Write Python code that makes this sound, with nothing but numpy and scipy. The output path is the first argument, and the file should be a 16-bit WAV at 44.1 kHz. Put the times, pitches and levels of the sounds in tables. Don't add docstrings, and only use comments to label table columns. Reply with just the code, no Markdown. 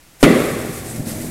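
import sys
import numpy as np
from scipy import signal
from scipy.fft import rfft, irfft
from scipy.io import wavfile

SR = 44100
rng = np.random.default_rng(int(sys.argv[2]) if len(sys.argv) > 2 else 0)


def dump_mix(stems):
    frames = np.atleast_2d(stems).T
    limited = np.clip(frames, -1, 1)
    pcm = np.round(limited * 32767).astype(np.int16)
    wavfile.write(sys.argv[1], SR, pcm)


N = 57330
T = np.arange(N) / SR

# f/Hz, relative level/dB
ROOM_TONE_SPECTRUM = [(25, 1), (80, -7), (160, -8), (400, -14), (1000, -16.5), (2000, -15.5), (4000, -19.5),
                      (10000, -20.5), (16000, -27)]
# t/s, relative level/dB
SIZZLE_SURGES = [(.0, -67.5), (.19, -55.5), (.21, -37), (.3, -32), (.43, -32), (.56, -36), (.68, -37),
                 (.77, -34), (.835, -39), (.88, -35.5), (.965, -35), (1.0, -40), (1.05, -40.5),
                 (1.072, -33.5), (1.1, -31.5), (1.15, -35.5), (1.23, -34), (1.3, -38.5)]
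# f/Hz, relative level/dB
SIZZLE_SPECTRUM = [(600, 4), (1200, -2), (2000, 3.5), (3000, -4.5), (4500, -3), (6600, 0), (7700, 3),
                   (11000, 2), (13300, -1), (15000, -13), (16000, -14)]
# t/s, length/s, level/dB, centre f/Hz, bandwidth/Hz
VAPOUR_JETS = [(0.904, 0.042, -37, 8300, 1600), (1.106, 0.067, -42, 4900, 2600),
               (0.95, 0.025, -44.5, 2150, 130)]
# t/s, level/dB
FRONT_SNAPS = [(0.2284, -6.5), (0.2318, -15.5), (0.2367, -6.5), (0.2393, -17)]
# f/Hz, relative level/dB
SNAP_SPECTRUM = [(800, -14), (2000, 12), (4000, -1.5), (8000, -3.5), (12000, -11.5), (16000, -26)]
# f/Hz, relative level/dB
CRACK_SPECTRUM = [(30, -8), (75, -3), (150, -11), (400, 2.5), (850, -11), (1250, -2), (1600, -7.5),
                  (2200, -6), (3500, -14.5), (6000, -25), (10000, -22.5), (16000, -37)]
# t/s, peak level/dB, f/Hz
IGNITION_PULSES = [(0.2301, 8, 446), (0.2374, 10, 248), (0.245, 1.5, 226)]
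# t/s, peak level/dB, f/Hz
WALL_SLAPS = [(0.2617, -4, 343), (0.2695, -7, 343), (0.2844, -3, 245), (0.2956, -10, 260), (.307, -3, 210),
              (0.3561, -4.5, 276), (0.405, -7.5, 305), (.533, -21, 200)]
# f/Hz, relative level/dB
REVERB_SPECTRUM = [(30, -48), (60, -31), (90, -15), (130, -12), (260, -1), (340, 1), (420, -2), (560, -4),
                   (720, -12.5), (930, -22), (1150, -12.5), (1550, -18), (2050, -15.5), (2600, -20.5),
                   (3000, -27), (3600, -24), (5000, -34), (10000, -38.5), (16000, -48)]
# f/Hz, T60/s
REVERB_T60 = [(100, 2.5), (260, 1.11), (700, 1.44), (2000, 1.49), (5000, 1.54), (12000, 0.34)]
# f/Hz, level from the bang/dB, T60/s, relative level from the flame/dB
RESONANCES = [(121.34, -35, 0.84, -3), (160, -20, 0.7, -1.5), (221.5, -20, 0.84, -2.5),
              (243, -14.5, 0.99, 0.5), (284.7, -19, 0.76, -11), (329.5, -12, 0.62, -3.5),
              (408, -18.5, 1.06, -28), (524.5, -16.5, 0.58, -9), (634.5, -22, 0.65, -11.5),
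              (776, -32.5, 2.02, -28), (1132, -30.5, 1.53, -41), (1923, -24, 0.66, -33),
              (2020, -23.5, 0.67, -24), (2250, -44, 1.6, -34)]
# t/s, relative level/dB
BURN_STRENGTH = [(.05, -56.5), (.14, -56), (.2, -61), (.25, -27), (.6, -30), (.82, -30), (.93, -30.5),
                 (1.025, -28.5), (1.06, -29), (1.12, -27), (1.2, -27.5), (1.3, -29.5)]
# f/Hz, relative level/dB
ROAR_SPECTRUM = [(25, -12), (60, -6), (120, -1), (250, -3), (340, 0), (470, -13.5), (590, -7.5),
                 (750, -13.5), (1000, -24.5), (2500, -33.5)]
# t/s, peak level/dB, f/Hz
FLAME_FLAPS = [(.6503, -15.5, 342), (0.6966, -17.5, 240), (.998, -13, 144), (1.0055, -18, 134),
               (1.0715, -18, 160), (1.246, -20, 254)]

ROOM_TONE_DB = -49
SIZZLE_DB, SIZZLE_FLICKER_DB = 0.5, 1
IGNITION_S, CRACK_DB = .228, -9
PUSH_S, PUSH_DB, PUSH_WIDTH_S = .238, -4, .0024
SLAP_CYCLES = 0.75
REVERB_DB, REVERB_BUILD_S = -11, .02
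ROAR_DB, ROAR_FLUTTER_DB, ROAR_RING_DB = -3, 0.5, -2
OVERLOAD, CUTOFF_HZ = 1.0, 15750


def from_db(db):
    return 10 ** (np.asarray(db) / 20)


def unit_power(x):
    return x / np.sqrt(np.mean(x ** 2) + 1e-20)


def gain_curve(rows):
    return from_db(np.interp(T, *np.transpose(rows)))


def at_hz(points, hz):
    f, value = np.transpose(points)
    return np.interp(np.log(np.maximum(hz, 1)), np.log(f), value)


def drift(hz):
    step, settle = 40, 2000
    pole = np.exp(-2 * np.pi * hz * step / SR)
    white = rng.standard_normal(N // step + settle + 2)
    slow = signal.lfilter([1], [1, -2 * pole, pole * pole], white)[settle:]
    return np.interp(np.arange(N) / step, np.arange(len(slow)), unit_power(slow))


def noise(spectrum):
    hz = np.arange(N // 2 + 1) * SR / N
    return unit_power(irfft(rfft(rng.standard_normal(N)) * from_db(at_hz(spectrum, hz)), N))


def ring(x, hz, t60):
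    r, w = from_db(-60 / (t60 * SR)), 2 * np.pi * hz / SR
    return signal.lfilter([0, np.sin(w)], [1, -2 * r * np.cos(w), r * r], x + 1e-18)


def burst(rise_s, hold_s, t60):
    age = T - IGNITION_S
    return np.clip(age / rise_s, 0, 1) * from_db(-60 * np.maximum(age - hold_s, 0) / t60)


def room_tone():
    return from_db(ROOM_TONE_DB) * noise(ROOM_TONE_SPECTRUM)


def sizzle():
    flicker = from_db(SIZZLE_DB + SIZZLE_FLICKER_DB * drift(hz=45))
    out = flicker * gain_curve(SIZZLE_SURGES) * noise(SIZZLE_SPECTRUM)
    for s, length, db, hz, width in VAPOUR_JETS:
        band = signal.butter(2, [hz - width / 2, hz + width / 2], "band", fs=SR, output="sos")
        hiss = unit_power(signal.sosfilt(band, rng.standard_normal(N)))
        out += from_db(db) * np.exp(-2 * ((T - s) / length) ** 2) * hiss
    return out


def bang(snap_t60=.019):
    snap_envelope = sum(from_db(db - 60 * np.abs(T - s) / snap_t60) * (T > s) for s, db in FRONT_SNAPS)
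    snaps = noise(SNAP_SPECTRUM) * snap_envelope
    crack = from_db(CRACK_DB) * noise(CRACK_SPECTRUM) * burst(rise_s=.0064, hold_s=.016, t60=.08)
    pulses = np.zeros(N)
    for s, db, hz in IGNITION_PULSES:
        u = (np.pi * hz * (T - s)) ** 2
        pulses += from_db(db) * (1 - 2 * u) * np.exp(-u)
    push = -from_db(PUSH_DB) * np.exp(-((T - PUSH_S) / PUSH_WIDTH_S) ** 2)
    return snaps + crack + pulses + push


def reverberation():
    wash = rfft(noise(REVERB_SPECTRUM))
    hz = np.arange(N // 2 + 1) * SR / N
    octave = np.round(np.log2(np.maximum(hz, 32)))
    tail = np.zeros(N)
    for k in np.unique(octave):
        band = irfft(wash * (octave == k), N)
        tail += band * burst(REVERB_BUILD_S, REVERB_BUILD_S, at_hz(REVERB_T60, 2 ** k))
    return from_db(REVERB_DB) * tail


def room_ring():
    out = np.zeros(N)
    for hz, db, t60, _ in RESONANCES:
        arrival_s = IGNITION_S + REVERB_BUILD_S * (1 + rng.random() / 2)
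        click = np.arange(N) == int(arrival_s * SR)
        out += ring(from_db(db) * click, hz, t60)
    return out


def wall_slaps():
    out = np.zeros(N)
    for s, db, hz in WALL_SLAPS:
        cycles = hz * (T - s)
        out += from_db(db) * np.cos(2 * np.pi * cycles) * np.exp(-(cycles / SLAP_CYCLES) ** 2)
    return out


def flame():
    roar = unit_power(noise(ROAR_SPECTRUM) * from_db(ROAR_FLUTTER_DB * drift(hz=16.7)))
    modes = sum(from_db(db) * unit_power(ring(roar, hz, t60)) for hz, _, t60, db in RESONANCES)
    ringing = from_db(ROAR_RING_DB) * unit_power(modes)
    out = from_db(ROAR_DB) * gain_curve(BURN_STRENGTH) * (roar + ringing)
    for s, db, hz in FLAME_FLAPS:
        phase = 2 * np.pi * hz * (T - s)
        out -= from_db(db) * phase * np.exp((1 - phase ** 2) / 2)
    return out


def scene():
    return (room_tone() + sizzle() + bang() + reverberation() + room_ring() + wall_slaps() + flame())[None]


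def record(dry):
    clipped = np.clip(dry, -OVERLOAD, OVERLOAD)
    return signal.sosfilt(signal.ellip(10, .1, 80, CUTOFF_HZ, fs=SR, output="sos"), clipped)


dry = scene()
out = record(dry)
dump_mix(out)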